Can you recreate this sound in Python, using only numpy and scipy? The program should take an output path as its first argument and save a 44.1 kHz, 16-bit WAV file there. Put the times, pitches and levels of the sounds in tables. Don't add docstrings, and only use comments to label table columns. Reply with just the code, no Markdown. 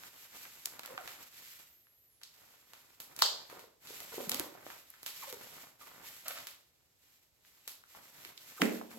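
import sys
import numpy as np
from scipy import signal
from scipy.fft import rfft, irfft, next_fast_len
from scipy.io import wavfile
from scipy.ndimage import uniform_filter1d

SR = 44100
rng = np.random.default_rng(int(sys.argv[2]) if len(sys.argv) > 2 else 0)


def output_pcm(signal):
    pcm = np.clip(np.atleast_2d(signal).T, -1, 1) * 32767
    wavfile.write(sys.argv[1], SR, np.round(pcm).astype(np.int16))


N = 396018
TIME = np.arange(N) / SR
SHEET_SIZE = 2048
SHEET_LEAD_S = SHEET_SIZE / 2 / SR


def undb(db):
    return 10 ** (np.asarray(db) / 20)


def along(hz, points):
    f, value = np.transpose(points)
    return np.interp(np.log(np.maximum(hz, 1)), np.log(f), value)


def bins(size):
    return np.arange(size // 2 + 1) * SR / size


def unit(x):
    return x / np.sqrt(np.mean(x ** 2))


def colour(x, points):
    size = x.shape[-1]
    padded = next_fast_len(size + 2048, True)
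    gain = undb(along(bins(padded), points))
    return irfft(rfft(x, padded) * gain, padded)[..., :size]


def walk(rate, size):
    hold = max(int(SR / rate), 1)
    steps = np.repeat(rng.standard_normal(size // hold + 2), hold)
    return unit(uniform_filter1d(steps, hold))[:size]


def add(track, s, x):
    i = int(s * SR)
    track[..., i:i + x.shape[-1]] += x[..., :max(N - i, 0)]


def decay(t, t60):
    return np.exp(-np.log(1000) * t / t60)


def sheet(points, lag_s=0.00099, bend_hz=2000, scatter_s=.00035):
    hz = bins(SHEET_SIZE)
    scatter = np.array([walk(1600, len(hz)) for _ in range(2)])
    delay = SHEET_LEAD_S + lag_s * (np.exp(-hz / bend_hz) - .3) + scatter_s * scatter
    phase = 2 * np.pi * np.cumsum(delay, axis=1) * SR / SHEET_SIZE
    return irfft(undb(along(hz, points)) * np.exp(-1j * phase))


def snap(points, slap_db=-1.0, peel_db=-11):
    slap = sheet(points, lag_s=0.00082, scatter_s=0.00033)
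    peel = sheet(points, lag_s=.002, scatter_s=0.00207)
    return undb(slap_db) * slap + undb(peel_db) * peel


# frequency in Hz, relative level in dB.
SNAP_COLOUR = [(90, -12), (400, -1.5), (2400, -1.5), (4200, 1), (8500, -1.5), (12000, 3.5), (16000, 1)]


def fold(db, centre_hz, fall_db, round_octaves=0.11):
    hz = np.geomspace(60, 17000, 40)
    octaves = np.hypot(np.log2(hz / centre_hz), round_octaves) - round_octaves
    return np.c_[hz, db - fall_db * octaves + along(hz, SNAP_COLOUR)]


# time in seconds, relative level in dB, centre in Hz, fall to each side in dB per octave,
# relative level sent into the room in dB.
SNAPS = [(.036, -11, 1520, 10, -3), (0.454, -10.5, 1660, 13, -2), (0.658, -2, 6840, 6, -10),
         (0.673, -13, 700, 4, -2.5), (0.7949, -7.5, 1000, 4, -7), (0.8346, -13, 1640, 6, 2),
         (.851, -8, 1400, 13, -2), (0.8605, -17, 1820, 0.5, -13), (.877, -11, 900, 8, -6),
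         (0.979, 4, 1330, 13, -6.5), (1.077, -7, 1640, 6, 1), (1.87, -27, 1600, 12, -5),
         (2.216, -23, 1400, 5.5, 2), (2.2347, -14, 4400, 9, -1), (2.7352, -16, 1150, 4, 0.5),
         (3.0029, -18, 12000, -0.5, 1.5), (3.1646, -17, 6000, 4.5, -2.5), (3.1913, -8.5, 2180, 2.5, 2.5),
         (3.5, -16.5, 1100, 5, 6), (3.595, -20, 1400, 3.5, 4), (3.8726, -20, 3830, 8.5, 7.5),
         (4.0045, -15.5, 1400, 1.5, -1), (4.2956, -3, 12000, 1.5, -7.5), (4.318, 1, 3420, 6.5, -2.5),
         (4.329, -12, 1200, 13, -10), (4.3457, -5, 4000, 2, -7.5), (4.3975, -8, 398, -0.6, -10),
         (4.666, -2.5, 624, 9.5, -5.5), (4.703, -7, 1250, 9.5, 0.5), (4.9033, -19, 11750, 20, -18),
         (4.94, -18, 1580, 12.5, 2.5), (5.0319, -22, 11600, -0.8, -1), (5.0635, -8.5, 2750, 3, 4),
         (5.3273, -12.5, 790, 1.5, -7), (5.873, -16.5, 1000, 7, 5.5), (6.043, -14, 990, 20, -15),
         (6.2831, -7.5, 11040, 4, -2.5), (6.387, -11.5, 1495, 5.5, 0), (6.4709, -11, 2270, 3.5, 1),
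         (7.45, -25, 1810, 11.5, -7), (7.678, -12.5, 3800, 1.5, 1), (7.839, -13, 1430, 22, -8),
         (7.95, -10, 880, 12, 0.5), (8.2504, -9.5, 2200, 8, -3.5), (8.378, -13.5, 3870, 13, -5),
         (8.8136, 4, 730, 17, -9.5)]


def snaps():
    near, far = np.zeros((2, N)), np.zeros(N)
    for s, db, centre_hz, fall_db, room_db in SNAPS:
        points = fold(db, centre_hz, fall_db)
        add(near, s - SHEET_LEAD_S, snap(points))
        add(far, s - SHEET_LEAD_S, sheet(points)[0] * undb(room_db))
    return near, far


TIGHT_S, LOOSE_S = 3.2226, 8.619
# frequency in Hz, relative level in dB.
TIGHT_CRACK = [(200, -24.5), (450, -8), (1000, 18.5), (1600, 11.5), (2600, -0.5), (4300, 18), (7500, -1),
               (14000, 2)]
TIGHT_RING = [(230, -26), (420, 5.5), (650, 8), (1000, 9), (1700, 3.5), (2400, -4), (3100, 12.5),
              (3750, 12), (4600, 18), (5700, 7.5), (7700, 4), (9500, -7.5), (14000, -5)]
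LOOSE_CRACK = [(80, -24), (280, 12), (450, -9), (1000, 11), (2000, 14), (4300, 3), (14000, -8.5)]
LOOSE_RING = [(130, -11.5), (178, 23), (310, 22.5), (550, 17.5), (850, 7), (1100, 1.5), (2000, 11),
              (4000, -5), (7000, -7), (14000, -11)]
# lag in seconds, relative level in dB.
WALL_ECHOES = [(0.0181, -23), (0.0362, -18.5)]


def released_cuffs():
    near, far = np.zeros((2, N)), np.zeros(N)
    for s, crack, ring in [(TIGHT_S, TIGHT_CRACK, TIGHT_RING), (LOOSE_S, LOOSE_CRACK, LOOSE_RING)]:
        start_s = s - SHEET_LEAD_S
        add(near, start_s, snap(crack, slap_db=-2, peel_db=-9.5))
        add(far, start_s, sheet(ring)[0])
        for lag_s, db in WALL_ECHOES:
            add(near, start_s + lag_s, undb(db) * sheet(crack))
    return near, far


# frequency in Hz, relative level in dB, 60 dB decay time in seconds.
BOOM = [(199, -31, 0.49), (232, -32, 0.61), (317.3, -34, 0.53), (431, -30, 0.42)]


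def boom(rise_s=0.01):
    out, t = np.zeros((2, N)), np.arange(SR // 2) / SR
    rise = 1 - np.exp(-t / rise_s)
    for hz, db, t60 in BOOM:
        ring = np.sin(2 * np.pi * (hz * t + rng.random((2, 1))))
        add(out, LOOSE_S, undb(db) * ring * decay(t, t60) * rise)
    return out


# start in seconds, length in seconds, relative hiss level in dB, relative rub level in dB.
STROKES = [(-.05, 0.11, -53, -58.5), (0.096, 0.16, -55, -63), (0.285, 0.19, -50.5, -59.5),
           (0.478, 0.24, -53.5, -61), (0.62, 0.6, -55, -54), (0.98, 0.28, -54.5, -66),
           (1.29, 0.24, -51.5, -65.5), (1.584, 0.029, -54, -66), (2.262, 0.33, -61, -67),
           (2.542, 0.42, -63, -67), (3.037, 0.37, -59, -56), (3.433, 0.14, -58.5, -57.5),
           (3.794, 0.29, -49, -54.5), (4.085, 0.16, -46.5, -53.5), (4.262, 0.15, -48.5, -48.5),
           (4.466, 0.2, -62.5, -57), (4.637, 0.095, -51, -59.5), (4.77, 0.31, -61.5, -68.5),
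           (5.124, 0.15, -47, -57.5), (5.273, 0.36, -51, -54), (5.784, 0.075, -55, -58.5),
           (5.88, 0.12, -59, -57), (5.986, 0.21, -50.5, -59.5), (6.216, 0.19, -49.5, -57),
           (6.959, 0.18, -66, -79.5), (7.366, 0.32, -63, -75), (7.85, 0.24, -57, -63.5),
           (8.101, 0.2, -55, -59.5), (8.3, 0.43, -51.5, -64), (8.59, 0.17, -51, -52.5),
           (8.887, 0.055, -54.5, -54.5)]
STROKE_ATTACK_SHARE, STROKE_SAG_DB_PER_S, STROKE_RELEASE_S = 0.41, 7.5, 0.072
RESTING_HISS_DB, RESTING_RUB_DB = -75.5, -85


def strokes():
    power = undb([[RESTING_HISS_DB], [RESTING_RUB_DB]]) ** 2 * np.ones(N)
    for s, length, hiss_db, rub_db in STROKES:
        t = TIME[(TIME >= s) & (TIME < s + length + 6 * STROKE_RELEASE_S)] - s
        attack = np.minimum(t / (STROKE_ATTACK_SHARE * length), 1)
        sag = undb(-STROKE_SAG_DB_PER_S * t)
        release = np.exp(-np.maximum(t - length, 0) / STROKE_RELEASE_S)
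        gain = undb([[hiss_db], [rub_db]]) * attack * sag * release
        add(power, max(s, 0), gain ** 2)
    return np.sqrt(power)


def crinkle(rate, spread_db, smooth, flicker_db):
    size_db = spread_db * np.minimum(rng.exponential(size=N), 4)
    slips = (rng.random(N) < rate / SR) * undb(size_db)
    grains = unit(slips * rng.uniform(-1.06, 1, (2, N)))
    friction = smooth * rng.standard_normal((2, N))
    return (grains + friction) * undb(flicker_db * walk(45, N))


# frequency in Hz, relative level in dB.
HISS = [(700, -13.5), (2000, 1), (7000, -1.5), (10000, -4.5), (13000, 1.5), (16000, -5.5)]
RUB = [(50, -9), (130, -3), (260, -0.5), (800, 2), (1400, 0), (2200, -3), (4000, -20.5)]


def sliding(hiss_db=-0.5, rub_db=-2):
    hiss, rub = strokes()
    bright = colour(crinkle(rate=1500, spread_db=-0.5, smooth=1.3, flicker_db=1.74), HISS)
    slips = crinkle(rate=380, spread_db=2.5, smooth=0.48, flicker_db=2.5)
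    smear = sheet(RUB, lag_s=0.00409, scatter_s=0.000974)
    dull = signal.fftconvolve(slips, smear, "same", axes=1)
    return unit(bright) * hiss * undb(hiss_db) + unit(dull) * rub * undb(rub_db)


# start in seconds, length in seconds,
# nominal first and last slip rate in Hz, relative level in dB, sharpness of a slip (1 round, 100 a tick).
SQUEAKS = [(.875, 0.068, 562, 513, -51.5, 1.7), (.975, 0.046, 748, 656, -49.5, 2.1),
           (3.525, 0.084, 221.3, 169.4, -56, 30), (4.119, 0.025, 588, 405, -50.5, 4),
           (4.17, 0.084, 280.4, 220.7, -49, 7.9), (4.295, .115, 200.5, 310.4, -50, 3.5),
           (4.4, 0.09, 189.8, 141.2, -53, 34), (5.22, 0.032, 1293, 634, -47.5, 2.3),
           (5.266, 0.057, 564, 483, -53.5, 1.1), (5.326, 0.025, 484, 424, -46, 0.8),
           (5.806, 0.037, 1260, 1078, -57, 0.73), (6.243, 0.091, 669, 590, -46.5, 38),
           (6.345, 0.05, 598, 670, -48.5, 55), (8.564, 0.03, 1234, 1340, -52, 0.59),
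           (8.594, 0.036, 420, 277, -43, 2.6), (8.622, 0.047, 249, 193, -40.5, 3.7),
           (8.941, 0.075, 225, 223, -51, 2.7)]


def squeaks(jitter=0.111, rough_db=4.5, rasp=0.26, detune=.1):
    out = np.zeros(N)
    push_colour = [(110, -37), (220, -11.0), (500, -5.5), (2200, -5.5), (8000, -6.0)]  # Hz, dB
    for s, length, first_hz, last_hz, db, sharp in SQUEAKS:
        size, slips = int(length * SR), 0
        uneven = np.clip(sharp / 12, .5, 1)
        for ridge in (-1, 0, 1):
            drift = np.exp(uneven * (detune * ridge + jitter * walk(600, size)))
            hz = np.linspace(first_hz, last_hz, size) * drift
            cycles = np.cumsum(hz) / SR + rng.random()
            push = np.exp(sharp * (np.cos(2 * np.pi * cycles) - 1))
            push = push * (1 + rasp * rng.standard_normal(size))
            roughness = undb(rough_db * walk(200, size))
            slips = slips + (push - push.mean()) * roughness / (1 + abs(ridge))
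        slips = slips * signal.windows.tukey(size, .5)
        add(out, s, undb(db) * unit(colour(slips, push_colour)))
    return out


# time in
# seconds, pitch at that time in Hz, relative level in dB.
FLAPS = [(3.529, 460, -39), (3.642, 476, -46.5), (3.907, 440, -40), (4.021, 610, -43.5), (4.143, 454, -36),
         (4.182, 397, -27.5), (4.205, 524, -29), (4.279, 205, -40), (4.403, 340, -31.5), (4.553, 665, -41),
         (4.666, 330, -48.5), (5.332, 426, -39.5), (8.258, 380, -50.5), (8.6225, 816, -29),
         (8.6275, 274, -25)]


def flaps(rise_cycles=0.86, fall_cycles=1.3, slack=4, buzz=0.32):
    out, t = np.zeros(N), np.arange(-SR // 50, SR // 25) / SR
    for s, hz, db in FLAPS:
        cycles = hz * t * (1 - slack * t)
        swell = np.exp(-np.where(t < 0, (cycles / rise_cycles) ** 2, cycles / fall_cycles))
        swing = swell * np.exp(2j * np.pi * (cycles + rng.random()))
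        harmonics = swing + buzz * swing ** 2 + buzz ** 2 * swing ** 3
        add(out, s + t[0], undb(db) * np.real(harmonics))
    return out


# time in seconds, nominal pitch in Hz, relative level in dB.
WHISTLE = [(1.6, 13400, -90), (1.72, 13800, -61.5), (1.859, 11500, -68), (2.051, 12100, -65.5),
           (2.2, 10600, -72), (2.25, 10700, -100)]


def whistle(waver=0.027):
    s, hz, db = np.transpose(WHISTLE)
    pitch = np.interp(TIME, s, hz) * (1 + waver * walk(2500, N))
    gain = np.interp(TIME, s, undb(db), left=0, right=0)
    return np.sin(2 * np.pi * np.cumsum(pitch) / SR) * gain


# frequency in Hz, 60 dB decay time in seconds.
ROOM = [(120, 0.13), (400, 0.67), (1000, 0.48), (2200, 0.35), (4500, 0.49), (8000, 0.37)]


def room(x, gap_s=0.00052, build_s=0.0015, echo_db=1.0):
    t = np.arange(SR * 3 // 4) / SR
    unevenness = undb(echo_db * walk(900, len(t)) * np.exp(-t / 0.39))
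    noise = rng.standard_normal((2, len(t))) * unevenness
    spectrum, centres = rfft(noise, len(t)), 62.5 * 2 ** np.arange(9)
    build = 1 - np.exp(-np.maximum(t - gap_s, 0) / build_s)
    tail = 0
    for hz, share in zip(centres, np.eye(len(centres))):
        band = irfft(spectrum * along(bins(len(t)), np.c_[centres, share]), len(t))
        fade = decay(t, along(hz, ROOM)) * build
        tail = tail + band * fade / np.sqrt(np.sum(fade ** 2 * noise ** 2) / 2)
    return signal.fftconvolve(x[None], tail, axes=1)[:, :N]


# frequency in Hz, relative level in dB.
AIR = [(25, -19), (60, 3), (120, 0.5), (200, -6.5), (500, -5), (1500, -17), (5000, -13), (15000, -18)]
AIR_DB = -75


def still_air():
    return undb(AIR_DB) * unit(colour(rng.standard_normal((2, N)), AIR))


# frequency in Hz, likeness from 0 to 1, phase in radians by which left leads.
PORTS = [(60.5, .65, 1), (249.4, 0.6, 0), (575, 0.01, 1.18), (1140, 0.3, 0.06), (1888, 0.3, -1.46),
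         (3840, 0, -1.5), (5500, 0.1, -3.5), (8070, 0.6, 1.2), (8280, 1, 1.5), (11940, 1, 6.5),
         (14700, 0.97, 8.5)]


def ports(pair):
    table, hz = np.array(PORTS), bins(N)
    alike = np.clip(along(hz, table[:, :2]), 0, 1)
    turn = np.exp(.5j * np.interp(hz, table[:, 0], table[:, 2]))
    mid, side = rfft(pair) * np.sqrt([(1 + alike) / 2, (1 - alike) / 2])
    return irfft(np.array([(mid + side) * turn, (mid - side) / turn]), N)


def scene(slide_room_db=-8, fold_room_db=-4, balance_db=-1.25):
    snap_near, snap_far = snaps()
    cuff_near, cuff_far = released_cuffs()
    slide, folds = sliding(), flaps() + squeaks()
    room_feed = snap_far + cuff_far + undb(slide_room_db) * slide[0] + undb(fold_room_db) * folds
    pair = snap_near + cuff_near + slide + boom() + still_air() + room(room_feed)
    pair[0] += folds + whistle()
    balance = undb(np.array([[balance_db], [-balance_db]]) / 2)
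    return ports(pair) * balance


def record(dry, top_hz=16200):
    return signal.sosfilt(signal.ellip(10, .2, 80, top_hz, fs=SR, output="sos"), dry)


dry = scene()
out = record(dry)
output_pcm(out)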